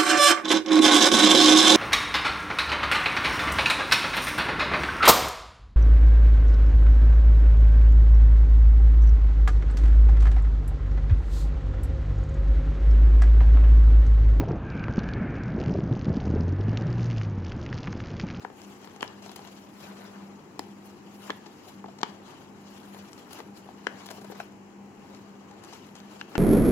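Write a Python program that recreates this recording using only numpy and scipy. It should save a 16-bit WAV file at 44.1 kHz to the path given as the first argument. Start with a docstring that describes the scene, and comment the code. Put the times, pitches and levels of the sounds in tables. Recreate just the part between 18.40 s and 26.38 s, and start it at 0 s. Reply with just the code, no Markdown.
"""A small room, where two hands open out a folded paper model over a table.
Stiff panels buckle with dull snaps and creases tick: each sudden slip excites damped modes of the
paper, and the walls reflect the sound. Fingers slide and rub on the sheet, whose stick-slip friction
gives a hiss and a scuff. Behind them a motor, probably a fan, hums over a rumble of moving air."""
import sys
import numpy as np
from scipy import signal
from scipy.fft import rfft, irfft, next_fast_len
from scipy.io import wavfile
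from scipy.ndimage import uniform_filter1d

SR = 44100
rng = np.random.default_rng(int(sys.argv[2]) if len(sys.argv) > 2 else 0)


def master_out(mix):
    """Clip the mix to full scale and print it as 16-bit PCM to the path in sys.argv[1]."""
    frames = np.transpose(np.atleast_2d(mix))
    ceiling = np.clip(frames, -1, 1)
    pcm = np.round(ceiling * 32767).astype(np.int16)
    wavfile.write(sys.argv[1], SR, pcm)


N = 351917

# Levels in the tables are relative; each source applies its own gain.
# Spectrum of the moving air: frequency_hz, level_db
RUMBLE_SPECTRUM = [(25, -16), (45, -21.5), (90, -16.5), (150, -10), (240, -7), (400, -10), (600, -20.5),
                   (900, -16), (1400, -25), (2900, -30), (3500, -41), (7400, -35.5), (8400, -46),
                   (16000, -51)]
# Likeness of the rumble on the two sides: frequency_hz, coherence (capped at 1)
RUMBLE_COHERENCE = [(60, 1.2), (140, 0.7), (290, 0.86), (640, 0.53), (1400, 0)]
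# Lean of the rumble: frequency_hz, left_minus_right_db
RUMBLE_BALANCE = [(100, 0.59), (250, 1.3), (700, 4.3), (5000, 4), (15000, 2.4)]
# Slow swell of the hum: time_s, level_db
HUM_SWELL = [(0, -67), (.29, -49), (.47, -59), (.84, -51), (1.2, -57), (1.83, -47.5), (2.09, -55.5),
             (2.25, -50.5), (2.67, -52.5), (2.8, -48.5), (3.07, -54.5), (3.19, -66), (3.4, -52),
             (3.81, -53), (4.03, -61), (4.2, -52.5), (4.62, -47), (4.73, -61), (4.99, -59), (5.09, -52.5),
             (5.34, -58.5), (5.43, -50.5), (6.06, -51), (6.44, -50.5), (6.79, -53.5), (6.89, -49),
             (7.42, -62), (7.61, -47), (7.89, -56.5)]
# Weaker motor tones: pitch_hz, level_db
MOTOR_TONES = [(100, -66.5), (300, -65), (352, -64.5), (801, -67.5)]
# Reverberation time of the room: frequency_hz, t60_s
ROOM_DECAY = [(200, 0.34), (600, 0.48), (1050, 0.22), (1600, 0.35), (2800, 0.39), (3800, 0.23),
              (10000, 0.08)]
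# Modes of a hard object nearby: pitch_hz, width_hz, level_db
NEARBY_MODES = [(1685, 9, -3.5), (3030, 12, -13)]
# Finger strokes: peak_s, rise_s, fade_s, hiss_db, air_db, scuff_db
FINGER_STROKES = [(.03, 0.27, 0.067, -65, -89, -64), (.23, 0.17, 0.71, -62, -71.5, -69),
                  (.45, 0.037, 0.16, -64, -76, -64.5), (.63, 0.046, 0.21, -62, -77, -58.5),
                  (.845, 0.052, 0.59, -60, -72, -64), (1.06, 0.1, 0.086, -60, -75, -65),
                  (1.19, 0.13, 0.12, -62.5, -70.5, -86), (1.442, 0.13, 0.14, -57, -64.5, -59),
                  (1.6, 0.2, 0.53, -62, -72, -59.5), (2.22, 0.11, 0.49, -65.5, -76, -70),
                  (2.46, 0.036, 0.1, -64.5, -68.5, -78), (2.86, 0.2, 0.17, -58, -66.5, -63.5),
                  (3.1, 0.5, 1, -66, -81, -70.5), (3.285, 0.06, 0.082, -60, -65.5, -66),
                  (3.67, 0.05, 0.25, -64, -80, -62), (3.89, 0.07, 0.13, -59, -76, -61),
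                  (4.02, 0.12, 0.088, -63, -75, -68), (4.33, 0.18, 0.23, -61, -78, -75),
                  (4.56, 0.55, 0.54, -62, -70.5, -66), (4.79, 0.061, 0.077, -61.5, -70, -67),
                  (4.93, 0.084, 0.17, -58.5, -67, -59), (4.945, .02, .025, -66, -61, -76),
                  (4.992, 0.018, 0.032, -63, -61, -55), (5.175, 0.028, 0.044, -58.5, -63, -76),
                  (5.27, 0.14, 0.22, -71, -78, -74), (5.62, 0.31, 0.15, -60, -73, -60),
                  (5.75, 0.11, 0.19, -59.5, -67, -72), (5.915, 0.044, .04, -63, -66, -76),
                  (5.98, 0.32, 0.15, -62, -70, -61), (6.008, .025, .025, -55, -66, -70),
                  (6.72, 0.3, 0.4, -67, -79, -69), (7.265, 0.54, 0.16, -67, -92, -65),
                  (7.335, 0.12, 0.13, -56.5, -72, -70), (7.47, 0.049, 0.091, -64.5, -72, -65),
                  (7.57, 0.058, 0.22, -68, -82, -66), (7.75, 0.2, 0.19, -60.5, -73, -66.5),
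                  (7.91, 0.05, 0.46, -61, -74, -61.5)]
# Friction of hands that merely hold the paper: hiss_db, air_db, scuff_db
HOLDING_LEVELS = [-75.5, -95, -101]
# Spectrum of a sliding finger: frequency_hz, level_db
SLIDE_SPECTRUM = [(200, -58), (500, 1), (1000, 8), (2000, -3.5), (2900, 6), (3500, 2.5), (5000, 0.5),
                  (7400, -1.5), (8400, -11.5), (11500, -13), (16000, -32)]
# Spectrum of a dragging grip: frequency_hz, level_db
RUB_SPECTRUM = [(150, -22), (400, -2.5), (850, -2.5), (1200, -3), (1700, -8), (2300, -12), (3100, -21),
                (3800, -14), (8000, -42)]
# Modes of the folded sheet: pitch_hz, width_hz, level_db
SHEET_MODES = [(430, 110, 8), (770, 114, 10), (1070, 58, 2), (1650, 240, -3)]
# Spectrum of cracking fibres: frequency_hz, level_db
FIBRE_SPECTRUM = [(500, -40), (2500, 2), (3700, 7), (4900, 2), (6600, -2.5), (7600, -3.5), (8500, -16),
                  (11500, -11), (16000, -17)]
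# Creases that slip at random: pitch_hz
STRAY_PITCHES = [3000, 5200, 9500]
# The two modes of a ticking crease: ratio_to_pitch
CREASE_MODES = [0.876, 1.135]
# Crease slips and fingertip landings: start_s, body_db, crack_db, crack_hz, slip_ms
CREASE_TICKS = [(.1015, -54, -73, 4000, 0.27), (.217, -63, -62, 6000, .55), (.426, -59, -74, 3000, 0.4),
                (.445, -59, -64, 5000, 0.64), (.474, -54.5, -65, 4020, 0.39),
                (0.562, -58, -65.5, 7000, 0.74), (0.622, -48, -56.5, 9400, 2.3),
                (.64, -56, -63, 11000, 1.7), (.678, -71, -57, 4360, 0.14), (.823, -64, -62.5, 6500, 3.4),
                (0.862, -54, -61.5, 6500, 1), (.894, -54.5, -58.5, 4450, 0.77),
                (0.9156, -59, -62, 9500, 1.2), (.96, -55, -53.5, 12000, 2), (.992, -53, -66, 5000, 0.6),
                (1.017, -61.5, -72, 4000, 0.44), (1.05, -67, -62, 3500, 0.48), (1.073, -58, -63, 6630, 1.7),
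                (3.06, -54.5, -60, 5500, 3.5), (3.458, -53, -69, 4000, 2), (3.483, -53.5, -69, 4000, 3.1),
                (3.586, -59, -61, 6430, 2.6), (3.607, -56, -70, 6040, 1.2), (3.614, -59, -56, 5000, 0.97),
                (4.546, -58, -64, 3000, 0.71), (4.588, -62, -65, 6960, 2), (4.719, -75, -76, 6700, .5),
                (4.731, -62, -58.5, 6300, 0.47), (4.778, -61, -65.5, 6000, 1.4),
                (4.908, -60.5, -68, 9000, .8), (4.93, -61, -54.5, 11100, 1.7), (4.984, -59, -62, 9000, 4.8),
                (5.003, -52, -58.5, 3400, 0.94), (5.66, -56.5, -54.5, 11500, 2.7),
                (5.688, -54.5, -55, 3000, 0.53), (5.703, -48, -52.5, 11600, 4.6),
                (5.782, -56, -77, 10500, 1.7), (5.814, -57, -65.5, 10500, 2.6),
                (5.8448, -53.5, -65, 9000, 1.6), (5.9, -50, -88, 3000, 0.46),
                (5.92, -51.5, -67, 5000, 1.15), (6.122, -63, -75, 7100, .7),
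                (6.748, -71, -64.5, 5300, 0.73), (7.111, -60, -69, 6800, 1.5),
                (7.237, -60, -61.5, 8200, 1.4), (7.247, -70, -63.5, 8100, 1),
                (7.326, -58.5, -66, 8000, 1.6), (7.333, -58, -61, 6500, 0.61),
                (7.347, -76, -70, 11000, 1.1), (7.553, -61, -60.5, 7300, 2.1), (7.562, -64, -64, 7500, 2.7),
                (7.602, -66, -63, 5000, 1.1)]
# Bandwidths of hollow, panel, facet and crease: width_to_pitch_ratio
SNAP_WIDTHS = [0.82, 0.42, 0.29, 0.19]
# Buckling panels: start_s, knock_db, hollow_hz, hollow_db, panel_hz, panel_db, facet_hz, facet_db,
# crease_hz, crease_db, crack_db, crack_hz, left_minus_right_db, flutter_ms
PANEL_SNAPS = [(0.0484, -55, 440, -49, 793, -42, 1470, -46.5, 2600, -80, -74, 4560, -2, 0.52),
               (0.6076, -60, 400, -52, 806, -52, 1750, -64.5, 3080, -51.5, -54, 5100, 0.5, 0.46),
               (0.6277, -47.5, 555, -41.5, 900, -39.5, 1670, -39.5, 2880, -40.5, -48, 5400, -5.5, 0.36),
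               (2.193, -52, 334, -44, 834, -42, 1790, -50, 5100, -46, -47.5, 11500, -3, 0.23),
               (2.8974, -48, 326, -42, 930, -40.5, 1650, -68, 3000, -64, -73, 4500, -1, 0.85),
               (2.9032, -62, 516, -44, 1090, -41.5, 1700, -39, 3430, -40.5, -52, 5500, -6, 0.49),
               (3.4419, -64, 390, -52.5, 790, -48, 1500, -87.5, 2700, -86, -78, 4500, -4, 0.58),
               (3.6313, -46.5, 480, -44, 930, -30.5, 2130, -40, 2940, -40.5, -39.5, 5400, -2, 0.38),
               (5.289, -62, 400, -76, 744, -53.5, 1490, -82, 2630, -84, -84, 4500, -1, 0.12),
               (5.4686, -52, 580, -39, 900, -41.5, 1600, -34, 2850, -45.5, -47, 5800, 0, 0.35),
               (6.0008, -68, 400, -73, 755, -43, 1400, -46, 2520, -50, -66, 6000, -3.5, 0.71),
               (7.8125, -75, 400, -66, 810, -50, 1550, -46.5, 2870, -46.5, -55, 5500, -0.5, 0.31),
               (7.9533, -38, 310, -39, 790, -42.5, 1520, -40, 2720, -43.5, -52.5, 5600, 0, 0.98)]
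# Dips in the microphone's response: centre_hz, width_hz, depth_fraction
MIC_NOTCHES = [(3630, 300, 0.4), (8480, 1260, 0.3)]


def amp(db):
    """Amplitude ratio of a level in decibels."""
    return 10 ** (np.asarray(db) / 20)


def unit(x):
    """Normalisation to rms 1."""
    return x / np.sqrt(np.mean(x ** 2) + 1e-20)


def curve_at(points, hz):
    """Interpolation on a logarithmic frequency axis."""
    frequencies, values = np.transpose(points)
    return np.interp(np.log(hz + 1), np.log(frequencies + 1), values)


def add(mix, start_s, sound):
    """Superposition of a sound on the mix."""
    part = mix[:, max(round(start_s * SR), 0):][:, :sound.shape[1]]
    part += sound[:, :part.shape[1]]


def drift(rate_hz):
    """Slow random modulation: low-passed noise of rms 1."""
    size = next_fast_len(N)
    hz = np.fft.rfftfreq(size, 1 / SR)
    return unit(irfft(rfft(rng.standard_normal(size)) / (1 + (hz / rate_hz) ** 4), size)[:N])


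def colour(x, spectrum, size=2048):
    """Minimum-phase filtering to a given spectrum."""
    log_gain = np.log(amp(curve_at(spectrum, abs(np.fft.fftfreq(size, 1 / SR)))))
    taps = np.fft.ifft(np.exp(np.conj(signal.hilbert(log_gain)))).real
    return signal.oaconvolve(x, taps[None, :size // 2])[:, :x.shape[1]]


def whiten(x, width_hz=240):
    """Inverse filtering levels the broad spectral humps of a burst."""
    hz = np.fft.rfftfreq(x.shape[1], 1 / SR)
    power = (abs(rfft(x)) ** 2).mean(0)
    bins = max(round(width_hz / hz[1]), 3)
    power = uniform_filter1d(uniform_filter1d(power, bins), bins)
    return colour(x, np.column_stack([hz, -10 * np.log10(power / power.mean() + 1e-6)]))


def ring(x, hz, width_hz):
    """Second-order resonance of peak gain 1."""
    return signal.lfilter(*signal.iirpeak(hz, hz / width_hz, fs=SR), x)


def mode(x, hz, width_ratio):
    """Two resonators in cascade give a damped mode with steep sides."""
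    width_hz = min(width_ratio * hz, SR / 3)
    return unit(ring(ring(x, hz, width_hz), hz, width_hz))


def soften(x, edge_hz):
    """A soft contact acts as a low-pass filter."""
    return signal.sosfilt(signal.butter(2, min(edge_hz, SR / 3), fs=SR, output="sos"), x)


def place_left(x, right_db, delay_samples=5):
    """Path difference: the farther, right microphone hears the paper later and softer."""
    return np.array([x[0], amp(right_db) * np.pad(x[1], (delay_samples, 0))[:N]])


def air_rumble():
    """Spatial coherence: air and room noise are alike on both sides in the bass, unrelated higher up."""
    hz = np.fft.rfftfreq(N, 1 / SR)
    left, independent = rfft(rng.standard_normal((2, N)))
    coherence = np.clip(curve_at(RUMBLE_COHERENCE, hz), -1, 1)
    right = coherence * left + np.sqrt(1 - coherence ** 2) * independent
    lean_db = curve_at(RUMBLE_BALANCE, hz) / 2
    both = np.array([left * amp(lean_db), right * amp(-lean_db)])
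    return amp(-50) * unit(irfft(both * amp(curve_at(RUMBLE_SPECTRUM, hz)), N))


def motor_tone(pitch_hz, wander_hz, wander_rate_hz, waver_db, waver_rate_hz):
    """Random frequency and amplitude modulation make a sinusoid waver."""
    phase = 2 * np.pi * np.cumsum(pitch_hz + wander_hz * drift(wander_rate_hz)) / SR
    return unit(np.sin(phase) * amp(waver_db * drift(waver_rate_hz)))


def motor():
    """Periodic vibration gives a line spectrum: a swelling hum and a few weaker tones."""
    swell = amp(0.5 + np.interp(np.arange(N) / SR, *np.transpose(HUM_SWELL)))
    hum = swell * motor_tone(199.8, wander_hz=1.49, wander_rate_hz=8.2, waver_db=2.54, waver_rate_hz=18)
    for hz, db in MOTOR_TONES:
        tone = motor_tone(hz, wander_hz=2.445, wander_rate_hz=6.92, waver_db=3.1, waver_rate_hz=20.5)
        hum += amp(db) * tone
    return hum * amp([[0.6], [-0.6]])


def room_response(size=17640, reflections_per_s=4000):
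    """Reverberation: sparse reflections decay exponentially, each band at its own rate."""
    taps = rng.choice([-1., 1.], (2, size)) * (rng.random((2, size)) < reflections_per_s / SR)
    taps[:, :SR // 400] = 0  # gap before the first reflection
    hz, t, bands = signal.stft(whiten(taps), SR, nperseg=128)
    tail = signal.istft(bands * amp(-60 * t / curve_at(ROOM_DECAY, hz)[:, None]), SR)[1]
    return tail / np.linalg.norm(tail, axis=1, keepdims=True)


def nearby_object(x):
    """Sympathetic resonance: something hard rings on after the snaps and ticks."""
    return sum(amp(db) * ring(x, hz, width_hz) for hz, width_hz, db in NEARBY_MODES)


def stroke_envelopes(points=4000, depth_db=16, rise_power=1.1, fade_power=1.07):
    """Incoherent strokes add in power; returns the gains of hiss, airy top and scuff."""
    t = np.linspace(0, N / SR, points)
    power = np.outer(amp(HOLDING_LEVELS) ** 2, np.ones(points))
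    for peak_s, rise_s, fade_s, *levels_db in FINGER_STROKES:
        away_s = abs(t - peak_s)
        fall = np.where(t < peak_s, (away_s / rise_s) ** rise_power, (away_s / fade_s) ** fade_power)
        power += np.outer(amp(levels_db), amp(-depth_db * fall)) ** 2
    return [np.interp(np.arange(N) / SR, t, gain) for gain in np.sqrt(power)]


def friction(grains_per_s, spread_db, hiss_db, clump_db):
    """Stick-slip friction: tiny catches come in clumps over a smooth hiss from the whole sheet."""
    strength = amp(spread_db * np.minimum(rng.exponential(1, N), 4))
    grains = strength * rng.choice([-1, 1], N) * (rng.random(N) < grains_per_s / SR)
    hiss = amp(hiss_db) * rng.standard_normal((2, N))
    return unit((unit(grains) + hiss) * amp(clump_db * drift(32)))


def finger_slide(hiss_gain, air_gain):
    """Sliding friction gives a scratchy hiss; a light, quick stroke adds a fine, airy top."""
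    coarse = friction(grains_per_s=1700, spread_db=1, hiss_db=4.5, clump_db=2.13)
    fine = friction(grains_per_s=1500, spread_db=0, hiss_db=7, clump_db=2.5)
    hiss = colour(coarse, SLIDE_SPECTRUM)
    air = signal.sosfilt(signal.butter(2, [9000, 14500], "bandpass", fs=SR, output="sos"), fine)
    return amp(8) * hiss_gain * unit(hiss) + amp(7.5) * air_gain * unit(air)


def grip_rub(gain):
    """Forced vibration: a firm grip drags on the panels, which answer with a dull scuff."""
    drag = friction(grains_per_s=1200, spread_db=3, hiss_db=2, clump_db=1.5)
    return amp(12.5) * gain * unit(colour(drag, RUB_SPECTRUM))


def shifting_contact(x, depth_db):
    """Spectral modulation: as the contact shifts, narrow bands of the friction come and go."""
    bands = signal.stft(x, nperseg=512)[2]
    patches = uniform_filter1d(rng.standard_normal(bands.shape[1:]), size=6, axis=0)
    patches = uniform_filter1d(patches, size=5, axis=1)
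    return signal.istft(bands * amp(depth_db * unit(patches)))[1][:, :N]


def slip_force(flutter_db, flutter_s, shake_db, shake_s, grit_db=7, size=1764):
    """Impulsive excitation: a jump, a gritty flutter as the bend spreads, a shake unlike on each side."""
    t = np.arange(size) / SR
    grit = rng.standard_normal(size) * amp(grit_db * rng.standard_normal(size))
    flutter = grit * t * np.exp(-t / flutter_s)
    shake = rng.standard_normal((2, size)) * np.exp(-t / shake_s) * (1 - np.exp(-t / flutter_s))
    tail = (amp(flutter_db) * unit(flutter) + amp(shake_db) * unit(shake)) / np.sqrt(size)
    return whiten((t == 0) + tail)


def sheet(force, pitch_ratio=1):
    """Modal response of the folded sheet, higher in pitch where it is held taut."""
    return sum(amp(db) * ring(force, hz * pitch_ratio, width_hz) for hz, width_hz, db in SHEET_MODES)


def fibre_crack(force, hz):
    """Fibres give way in a broadband burst, shaped by the resonance of their crease."""
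    return unit(ring(colour(force, FIBRE_SPECTRUM), hz, min(0.64 * hz, SR / 3)))


def stray_ticks(finger_gain, slips_per_s=3.9, spread_db=2):
    """A Poisson process: each crease gives way at random, harder while the fingers move."""
    out = np.zeros((2, N))
    for hz in STRAY_PITCHES:
        slips = amp(spread_db * rng.uniform(-1, 1, N)) * (rng.random(N) < slips_per_s / SR)
        force = slip_force(flutter_db=6, flutter_s=0.00025, shake_db=13, shake_s=0.0026)
        body = unit(sheet(force, pitch_ratio=rng.uniform(0.58, 1.23)))
        tick = body + amp(10) * fibre_crack(force, hz)
        out += signal.oaconvolve(slips[None], tick, axes=1)[:, :N]
    return amp(-5.5) * finger_gain * unit(out)


def crease_ticks(clean_slip_ms=0.55):
    """Excitation sets timbre: quick slips ring a crease, long ones scrape, fingertips land dully."""
    out = np.zeros((2, N))
    for start_s, body_db, crack_db, crack_hz, slip_ms in CREASE_TICKS:
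        force = slip_force(flutter_db=3 + 2 * slip_ms, flutter_s=slip_ms / 1000,
                           shake_db=-3, shake_s=0.0035)
        edge_hz = 2500 * amp(0.5 * (crack_db - body_db))  # a weaker crack goes with a duller body
        body = soften(sheet(force, pitch_ratio=rng.uniform(0.82, 1.2)), edge_hz)
        pitched = unit(sum(mode(force, crack_hz * ratio, width_ratio=0.25) for ratio in CREASE_MODES))
        pitched_share = 1 / (1 + (slip_ms / clean_slip_ms) ** 2)
        scrape = fibre_crack(force, crack_hz)
        crack = unit(np.sqrt(pitched_share) * pitched + np.sqrt(1 - pitched_share) * scrape)
        add(out, start_s, amp(body_db) * unit(body) + amp(crack_db) * crack)
    return out


def panel_snaps(knock_hz=238, sheet_db=-9):
    """Snap-through buckling pushes out air, rings hollow, panel, facet and crease, and cracks fibres."""
    out = np.zeros((2, N))
    for start_s, knock_db, *modes, crack_db, crack_hz, lean_db, flutter_ms in PANEL_SNAPS:
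        pitches, gains = modes[::2], amp(modes[1::2])
        panel_gain, facet_hz = gains[1], pitches[2]
        flutter_s = flutter_ms / 1000
        force = slip_force(flutter_db=1.5, flutter_s=flutter_s, shake_db=-2.5, shake_s=7 * flutter_s)
        fibres = slip_force(flutter_db=10.5, flutter_s=1.6 * flutter_s,
                            shake_db=16.5, shake_s=3 * flutter_s)
        knock = amp(knock_db) * mode(signal.unit_impulse(force.shape[1]), knock_hz, width_ratio=1)
        body = sum(gain * mode(force, hz, width) for hz, gain, width in zip(pitches, gains, SNAP_WIDTHS))
        whole_sheet = amp(sheet_db) * panel_gain * soften(unit(sheet(force)), facet_hz)
        crack = amp(crack_db) * fibre_crack(fibres, crack_hz)
        balance = amp([[lean_db / 2], [-lean_db / 2]])
        add(out, start_s, (body + whole_sheet + crack - knock) * balance)
    return out


def scene():
    """Superposition of snaps and ticks, their reverberation, the hands' friction and the background."""
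    hiss_gain, air_gain, scuff_gain = stroke_envelopes()
    snaps = place_left(amp(4.5) * panel_snaps(), right_db=-7.5)
    ticks = place_left(amp(6) * crease_ticks() + stray_ticks(hiss_gain), right_db=-8)
    crinkles = snaps + ticks
    walls = amp(-15.5) * signal.fftconvolve(crinkles, room_response(), axes=1)[:, :N]
    fingers = finger_slide(hiss_gain, air_gain) + grip_rub(scuff_gain)
    handling = place_left(shifting_contact(fingers, depth_db=2.5), right_db=-5)
    return crinkles + walls + nearby_object(crinkles) + handling + motor() + air_rumble()


def record(dry):
    """Frequency response of the microphone: bass roll-off, two notches and a band limit."""
    bass_hz, edge_hz = 69, 15900
    dry = signal.sosfilt(signal.butter(2, bass_hz, "highpass", fs=SR, output="sos"), dry)
    for hz, width_hz, depth in MIC_NOTCHES:
        dry = dry - depth * ring(dry, hz, width_hz)
    band_limit = signal.firwin(511, edge_hz, window=("kaiser", 9), fs=SR)
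    return signal.oaconvolve(dry, band_limit[None], "same")


dry = scene()
out = record(dry)
master_out(out)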